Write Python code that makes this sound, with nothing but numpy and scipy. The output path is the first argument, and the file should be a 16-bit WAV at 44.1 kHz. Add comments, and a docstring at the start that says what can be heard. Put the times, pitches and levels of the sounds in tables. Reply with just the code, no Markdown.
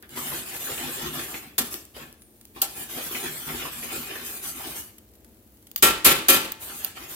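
"""Iron grate bars grind and hiss under a steel skillet of prawns, shuffled on a gas hob in a small kitchen.
Random slips shake the skillet's modes; damped noise resonances make its knocks on the bars.
Steel tongs, closer to the microphone pair, click in short bursts and rap the rim: two faint touches, then
three loud raps that swell and ring. Between moves, grains of noise make the sauce fizz and spit, steam squeals
briefly, and shaped noise with a faint hum is the hob's low rumble behind it all."""
import sys
import numpy as np
from scipy import signal
from scipy.fft import rfft, irfft, next_fast_len
from scipy.io import wavfile
from scipy.ndimage import uniform_filter1d, map_coordinates

SR = 44100
rng = np.random.default_rng(int(sys.argv[2]) if len(sys.argv) > 2 else 0)


def store_pcm(level_fs):
    """Save levels as 16-bit WAV."""
    pcm = np.round(np.clip(level_fs, -1, 1) * 32767).astype(np.int16)
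    wavfile.write(sys.argv[1], SR, np.atleast_2d(pcm).T)


N = 315315
TIME = np.arange(N) / SR
RING_TIME = np.arange(SR) / SR  # one second, the longest single event

# pushes of the skillet across the grate:
# (time [s], length [s], grinding level before trim [dB], gritty treble level before trim [dB])
PUSHES = [(0.084, 0.084, -46.5, -49), (0.149, .17, -41, -37.5), (0.299, 0.096, -37.5, -36.5),
          (0.445, 0.12, -41, -38), (0.584, 0.084, -44, -35.5), (0.654, 0.43, -38.5, -36.5),
          (1.112, 0.13, -40, -37.5), (1.262, 0.11, -43.5, -40.5), (1.403, 0.042, -45, -51.5),
          (1.624, 0.045, -54, -39.5), (1.7, 0.021, -48, -34), (1.935, 0.1, -45.5, -49),
          (2.536, 0.071, -50.5, -52.5), (2.654, 0.13, -51.5, -46), (2.743, 0.084, -45.5, -39),
          (2.883, 0.19, -40.5, -38), (3.096, 0.19, -37, -36.5), (3.299, 0.16, -44, -39),
          (3.447, 0.23, -37.5, -38.5), (3.706, 0.13, -45, -39), (3.829, 0.13, -37.5, -40),
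          (3.905, 0.13, -42.5, -37), (4.042, 0.18, -40, -40.5), (4.224, 0.15, -46, -37.5),
          (4.41, 0.086, -44, -35), (4.535, 0.19, -44, -40), (4.735, 0.066, -50, -38),
          (6.593, 0.26, -48, -40.5), (6.832, 0.025, -42, -53), (6.947, 0.1, -44.5, -45.5),
          (7.075, 0.073, -47, -40.5)]
# modes of the freely ringing skillet: (frequency [Hz], relative level [dB], t60 [s])
PAN_MODES = [(262, -6, 0.46), (312, -8, 0.47), (361, -4, 0.37), (404, -6, 0.37), (542, -6, 0.48),
             (759, -8, 0.54), (883, -15, 0.86), (1094, -11, 0.64), (1114, -6, 0.41), (1160, -5, 0.53),
             (1351, -4, 0.55), (1539, -6, 0.45), (1725, -5, 0.57), (1879, -3, 0.4), (2131, -9, 0.48),
             (2252, -7, 0.43), (2408, -2, 0.34), (2472, -3, 0.49), (2585, -10, 0.55), (2735, -5, 0.33),
             (3030, -4, 0.3), (3106, 0, 0.32), (3486, -1, 0.32), (3526, -9, 0.43), (3752, -11, 0.35),
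             (4126, -14, 0.37), (4495, -13, 0.39), (4915, -13, 0.39)]
# spectrum of the base grinding on the bars: (frequency [Hz], relative level [dB])
GRIND_SPECTRUM = [(21, -40), (35, -13), (59, -2), (107, -15.5), (151, -1), (196, -16), (233, 0.5),
                  (288, -6), (343, 0.5), (527, -18.5), (760, -7.5), (922, -13.5), (3080, -11.5),
                  (4940, -18.5), (6000, -23), (7800, -70), (13200, -120)]
# spectrum of the grit hissing at the contact: (frequency [Hz], relative level [dB])
GRIT_SPECTRUM = [(3000, -7), (5000, -9), (6200, -6), (7500, -2.5), (9500, -2.5), (12500, 0.5),
                 (15300, -1.5), (16500, -23)]
# skillet base bumping on the bars: (time [s], level before trim [dB], resonance [Hz])
KNOCKS = [(0.027, -46, 1700), (0.173, -32, 1080), (0.319, -38, 960), (0.344, -38.5, 1540),
          (0.67, -39, 1500), (0.776, -34.5, 2670), (0.885, -45, 1470), (1.192, -34, 1750),
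          (1.341, -32, 2190), (1.586, -35, 810), (1.6, -32, 227), (1.739, -40, 314), (1.964, -42.5, 534),
          (2.561, -43, 1030), (2.624, -33.5, 790), (2.975, -38, 510), (3.147, -28, 2230),
          (3.235, -40, 1930), (3.488, -34, 2180), (3.65, -34.5, 1080), (3.824, -37, 2190),
          (4.154, -32.5, 1830), (4.596, -39, 830), (4.639, -42.5, 800), (6.697, -41, 1480),
          (6.969, -42, 1220)]
# tongs striking the skillet: (time [s], level [dB], swell time constant [s], ring length before trim [factor],
# mode level before trim [dB], treble level before trim [dB], mode favoured by the point of impact [Hz])
RAPS = [(1.58, -30.5, 0.0014, 0.44, 4.5, 5.5, 3490), (2.616, -39, 0.0032, 0.38, 9, 14, 760),
        (5.8233, -14, 0.0077, 0.65, 5, -1, 1351), (6.045, -12.5, 0.015, 0.75, 3, -0.5, 2150),
        (6.283, -17, 0.0075, 0.85, 6, 3, 1230)]
# short clatter of the struck skillet: (frequency [Hz], relative level [dB])
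CLATTER_SPECTRUM = [(35, 2), (55, -1), (100, -8), (200, -1.5), (330, 2), (620, -5), (1300, -3.5),
                    (2700, -3), (3700, -4.5), (5300, -13.5), (9000, -12), (16000, -16)]
# bright, grainy metallic crash of the rap: (frequency [Hz], relative level [dB])
CRASH_SPECTRUM = [(1500, -64), (2800, -1.5), (4100, 0.5), (5300, -2), (8000, 1), (10000, 1.5), (12000, 6),
                  (15500, 0.5), (16500, -45)]
# tong blades and hinge clicking:
# (time [s], level [dB], t60 [s], top pitch [Hz], rasp level [dB], left minus right [dB])
CLICKS = [(1.582, -23, .03, 9000, 0, 3), (1.598, -31, .02, 9000, 0, 3), (1.741, -23, .015, 12500, -1, 0),
          (2.6176, -14, .05, 13400, -7, 0), (5.7145, -33, .012, 14000, -3, 0),
          (5.7605, -16, .025, 14500, -5, 0), (5.776, -29, .08, 14500, -5, 0),
          (5.8255, -13, .04, 12500, -2, 0), (6.048, -15, .04, 12000, -2, 0),
          (6.285, -15, .04, 12200, -2, 0), (6.5198, -21, .02, 14400, -5, 0),
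          (6.847, -12, .013, 14700, -11, -6)]
# thin ring of the tong blades, for a 40 ms click: (frequency [Hz], relative level [dB], t60 [s])
TONG_MODES = [(2850, -8, .04), (3600, -10, .04), (4750, -2, .05), (6600, -4, .05), (8800, -8, .04),
              (11500, -7, .035), (13250, -5, .035)]
# sauce spitting and shells ticking: (time [s], level [dB], t60 [s])
SPITS = [(.0255, -36, .012), (.093, -33, .005), (1.8528, -34, .006), (2.127, -34, .005), (2.22, -42, .03),
         (2.412, -41, .025), (2.453, -33, .008), (4.9826, -38, .03), (5.137, -50, .02), (5.153, -49, .03),
         (5.2455, -43, .025), (5.571, -50, .02), (5.626, -49, .03), (5.6695, -41, .03)]
# spectrum of bursting steam bubbles: (frequency [Hz], relative level [dB])
SIZZLE_SPECTRUM = [(1500, -15), (4000, -11), (8000, -9), (10500, -3.5), (12500, 0), (15000, -1.5),
                   (16500, -5)]
# steam squealing from under a squeezed prawn: (time [s], mean pitch [Hz], level [dB])
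STEAM = [(2.12, 9800, -81), (2.23, 9900, -55), (2.29, 9100, -64), (2.45, 9100, -71)]
# spectrum of the hob's rumble: (frequency [Hz], relative level [dB])
HOB_SPECTRUM = [(18, -30), (30, -53), (43, -5), (65, -2), (128, -8.5), (150, -23), (219, -2), (264, -11.5),
                (303, -7), (544, -18), (584, -17.5), (1100, -30), (4570, -37), (4900, -42), (8000, -35),
                (10400, -78), (17600, -120)]

PUSH_ATTACK_S, PUSH_RELEASE_T60_S = 0.029, 0.34  # the skillet gathers speed, then coasts to rest
BITE_DB, BITE_T60_S = -7.5, 0.17  # extra grinding after a knock, relative to the knock's table level
HOB_DB = -55.5
TOP_HZ = 15900  # upper limit of the microphone pair


def sliding():
    """Rough iron catches on the steel base: dense slips shake the loaded skillet, grit hisses at the contact."""
    grind, grit = friction()
    slips = grains(rate=4000, spread_db=1.5) * undb(2.3 * walk(45))
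    # the bars damp the skillet while it rests on them
    damped_ring = ring(PAN_MODES, length=.2)
    modes = unit(signal.fftconvolve(slips, damped_ring, axes=1)[:, :N])
    body = colour(slips, GRIND_SPECTRUM) + undb(-7.0) * modes
    body = shifting(body, depth_db=4.8, width_hz=190, hold_s=.045)
    hiss = colour(grains(rate=25000, spread_db=-1.5), GRIT_SPECTRUM) * undb(0.93 * walk(60))
    hiss = shifting(hiss, depth_db=6.0, width_hz=170, hold_s=.06)
    return undb(0.94) * grind * body + undb(2.5) * grit * hiss


def friction():
    """Strength of grinding and grit: both follow the pushes; the base bites harder after landing on a bar."""
    power = np.zeros((2, N))  # rows: grinding, grit
    for start, length, grind_db, grit_db in PUSHES:
        strength = undb([[grind_db], [grit_db]]) * push(length)
        add(power, start, strength ** 2)
    for start, db, _ in KNOCKS:
        bite = undb([[db + BITE_DB]]) * fade(BITE_T60_S)
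        add(power[:1], start, bite ** 2)
    return np.sqrt(power)


def push(length):
    """Strength of one push: it builds up with the skillet's speed and dies away after the given length."""
    attack = np.minimum(RING_TIME / PUSH_ATTACK_S, 1)
    coasting = np.maximum(RING_TIME - length, 0)
    return attack * np.exp(-np.log(1000) * coasting / PUSH_RELEASE_T60_S)


def shifting(x, depth_db, width_hz, hold_s, size=1024):
    """A moving contact point crosses the nodes of the plate, so its resonances come and go one by one."""
    hz, times, spectrum = signal.stft(x, SR, nperseg=size)
    # a random surface over frequency and time, shared by both microphones
    field = rng.standard_normal((size, size))
    position = np.meshgrid(hz / width_hz, times / hold_s, indexing="ij")
    weights = np.clip(map_coordinates(field, position, mode="mirror"), -2.5, 1.6)
    _, shifted = signal.istft(spectrum * undb(depth_db * weights), SR, nperseg=size)
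    return unit(shifted[:, :N])


def knocks():
    """The base drops over a bar: a dull, quickly damped clunk whose pitch depends on where it lands."""
    out = np.zeros((2, N))
    for start, db, hz in KNOCKS:
        thud = burst([(40, -12), (150, -9), (300, 4.5), (600, -3.0), (3400, -12.5), (6000, -39), (16000, -34)])
        clunk = (undb(-5) * thud + resonance(hz, q=3)) * fade(.17)
        clunk = clunk + undb(-10) * ring(PAN_MODES, length=.45)
        onset = 1 - fade(0.006)
        add(out, start, undb(db - 1.0) * clunk * onset)
    return out


def raps():
    """Tongs hit the rim and chatter: the treble leads, the wall's bending waves swell and ring on."""
    out = np.zeros((2, N))
    hz, mode_levels, t60 = np.transpose(PAN_MODES)
    for start, db, swell, length, mode_db, treble_db, favoured_hz in RAPS:
        chatter = undb(1.9 * walk(130)[:SR])
        clatter = undb(2.0) * burst(CLATTER_SPECTRUM) * chatter * fade(0.53 * length)
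        crash = grainy_crash(CRASH_SPECTRUM, spacing_hz=28.0) * chatter * fade(0.32 * length)
        crash = undb(treble_db + 8.5) * crash
        # the point of impact favours the modes near one frequency
        favour_db = 6.5 * np.exp(-(np.log(hz / favoured_hz) / .03) ** 2)
        struck_modes = np.transpose([hz, mode_levels + favour_db, t60])
        modes = undb(mode_db - 2) * ring(struck_modes, .85 * length)
        rise = 1 - np.exp(-RING_TIME / swell)
        # the square root lets the treble come up sooner
        add(out, start, undb(db) * (rise * (clatter + modes) + np.sqrt(rise) * crash))
    return out


def grainy_crash(points, spacing_hz):
    """Bright, grainy metallic crash of the rap: noise thinned to random frequency lines, shaped to a spectrum."""
    kept = rng.random(SR // 2 + 1) < 1 / spacing_hz  # bins are 1 Hz apart
    lines = rfft(rng.standard_normal((2, SR))) * kept
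    return colour(irfft(lines, SR), points)


def clicks():
    """Thin steel meets thin steel: a rasp, a piercing top resonance and the short ring of the blades."""
    out = np.zeros((2, N))
    for start, db, t60, hz, rasp_db, pan_db in CLICKS:
        rasp = burst([(200, -20), (1300, -5), (4700, 1), (8000, -1), (15000, 0)], side_db=-2)
        top = resonance(hz, q=5, side_db=-2)
        click = (undb(rasp_db) * rasp + top) * fade(t60)
        click = click + undb(-12) * ring(TONG_MODES, length=t60 / .04)
        pan = np.array([[pan_db], [-pan_db]]) / 2
        add(out, start, undb(db + pan) * click)
    return out


def sauce():
    """Tiny steam bubbles burst all the time; now and then a bigger one spits."""
    fizz = undb(-60.5 + 1.2 * walk(7)) * colour(grains(rate=6000, spread_db=1.5), SIZZLE_SPECTRUM)
    pops = undb(-66) * colour(grains(rate=350, spread_db=2), SIZZLE_SPECTRUM)
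    out = fizz + pops
    for start, db, t60 in SPITS:
        snap = burst([(500, -14), (2500, -6), (8000, -5), (12500, 0), (16000, -2)], side_db=-4)
        add(out, start, undb(db) * snap * fade(t60))
    return out


def steam():
    """Escaping steam makes a thin whistle: a sine with an unsteady pitch, silent outside its table."""
    times, hz, db = np.transpose(STEAM)
    pitch = np.interp(TIME, times, hz) * (1 + .035 * walk(900))
    level = undb(np.interp(TIME, times, db, left=-np.inf, right=-np.inf))
    return level * np.sin(2 * np.pi * np.cumsum(pitch) / SR)


def hob():
    """Low rumble of the burner as shaped noise with a faint hum, both fluttering slightly."""
    rumble = colour(rng.standard_normal((2, N)), HOB_SPECTRUM) * undb(HOB_DB)
    hum = undb(-67) * np.sin(2 * np.pi * 57 * TIME)
    flutter = undb(.8 * walk(5))
    return flutter * (rumble + hum)


def kitchen(x):
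    """Hard counters and walls answer within milliseconds; the treble dies first."""
    reflections = burst([(100, 5), (1000, 2.5), (8000, -2.5), (16000, -5.0)])
    low, high = split(reflections, hz=6940)
    response = (low * fade(0.52) + high * fade(0.13)) * (RING_TIME > .004)
    response /= np.sqrt(np.sum(response ** 2) / 2)
    return signal.fftconvolve(x, response, axes=1)[:, :N]


def undb(db):
    """Decibels to gain."""
    return 10 ** (np.asarray(db) / 20)


def unit(x):
    """Scale to rms 1."""
    return x / np.sqrt(np.mean(x ** 2))


def fade(t60):
    """Exponential decay, 60 dB down after t60 seconds."""
    return np.exp(-np.log(1000) * RING_TIME / t60)


def add(track, start, sound):
    """Mix a sound into a track from a given time on."""
    i = max(int(start * SR), 0)
    track[:, i:i + sound.shape[1]] += sound[:, :N - i]


def walk(rate):
    """Random levels held 1 / rate seconds, smoothed twice and scaled to rms 1."""
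    hold = int(SR / rate)
    steps = np.repeat(rng.standard_normal(N // hold + 1), hold)
    smooth = uniform_filter1d(uniform_filter1d(steps, hold), hold)
    return unit(smooth[:N])


def grains(rate, spread_db):
    """Two trains of tiny random impacts, rate per second, their sizes spread exponentially in decibels."""
    spread = np.minimum(rng.exponential(size=(2, N)), 5)
    sizes = undb(spread_db * spread) * rng.standard_normal((2, N))
    return sizes * (rng.random((2, N)) < rate / SR)


def colour(pair, points, side_db=0):
    """Shape two signals to a spectrum; the microphones share most low-mid sound and little of the treble."""
    size = next_fast_len(pair.shape[1])
    hz = np.fft.rfftfreq(size, 1 / SR) + 1  # + 1 avoids log(0)
    knots, db = np.transpose(points)
    gain = undb(np.interp(np.log(hz), np.log(knots), db))
    mid, side = rfft(pair, size) * gain
    width_db = np.interp(hz, [60, 130, 380, 750, 1800], [-10, -16.0, -21.5, -3.5, -0.5])
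    side = side * undb(side_db + width_db)
    left_right = irfft(np.array([mid + side, mid - side]), size)
    return unit(left_right[:, :pair.shape[1]])


def burst(points, side_db=0):
    """One second of coloured stereo noise."""
    return colour(rng.standard_normal((2, SR)), points, side_db)


def resonance(hz, q, side_db=0):
    """Noise in one resonance of sharpness q, with steep skirts."""
    ratio = 2 ** np.linspace(-2, 2, 201)  # two octaves either side
    db = -20 * np.log10(1 + (q * (ratio - 1 / ratio)) ** 2)
    return burst(np.transpose([hz * ratio, db]), side_db)


def ring(modes, length=1):
    """Decaying modes, weighted anew at each call; high ones reach the two microphones out of step."""
    out = np.zeros((2, SR))
    for hz, db, t60 in modes:
        phase, lag, weight = rng.uniform(-1.08, 1, 3)
        right_lag = lag * min(hz / 4000, 1)
        phases = np.pi * (phase + np.array([[0], [right_lag]]))
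        tone = np.sin(2 * np.pi * hz * RING_TIME + phases)
        out += undb(db + 2 * weight) * fade(t60 * length) * tone
    return out / np.sqrt(np.sum(undb(np.array(modes)[:, 1]) ** 2) / 2)


def split(x, hz):
    """The parts of a sound under and over a frequency; they add up without a notch."""
    low = signal.sosfilt(signal.butter(2, hz, fs=SR, output="sos"), x)
    high = -signal.sosfilt(signal.butter(2, hz, "high", fs=SR, output="sos"), x)
    return low, high


def scene():
    """Skillet, tongs and sauce on the hob, in the kitchen; the tongs are held nearer to the microphones."""
    skillet = sliding() + knocks() + raps() + sauce() + steam()
    tongs = clicks()
    # being nearer, the tongs send less into the room
    room = kitchen(undb(-14) * tongs + undb(-12) * skillet)
    return skillet + tongs + room + hob()


def record(dry):
    """The left microphone hears a little later and fuller; deep bass is cut, peaks are rounded, the top is cut."""
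    delay = 4  # samples
    pair = np.array([np.pad(dry[0], (delay, 0))[:N], dry[1]])
    low_mids = signal.sosfilt(signal.butter(1, [170, 520], "band", fs=SR, output="sos"), pair)
    balance = undb(np.array([[.3], [-.3]]))
    pair = pair * balance + 0.16 * np.array([[1], [-1]]) * low_mids
    pair = signal.sosfilt(signal.butter(4, 47, "high", fs=SR, output="sos"), pair)
    rounded = np.tanh(pair)
    return signal.sosfilt(signal.ellip(8, .2, 70, TOP_HZ, fs=SR, output="sos"), rounded)


dry = scene()
out = record(dry)
store_pcm(out)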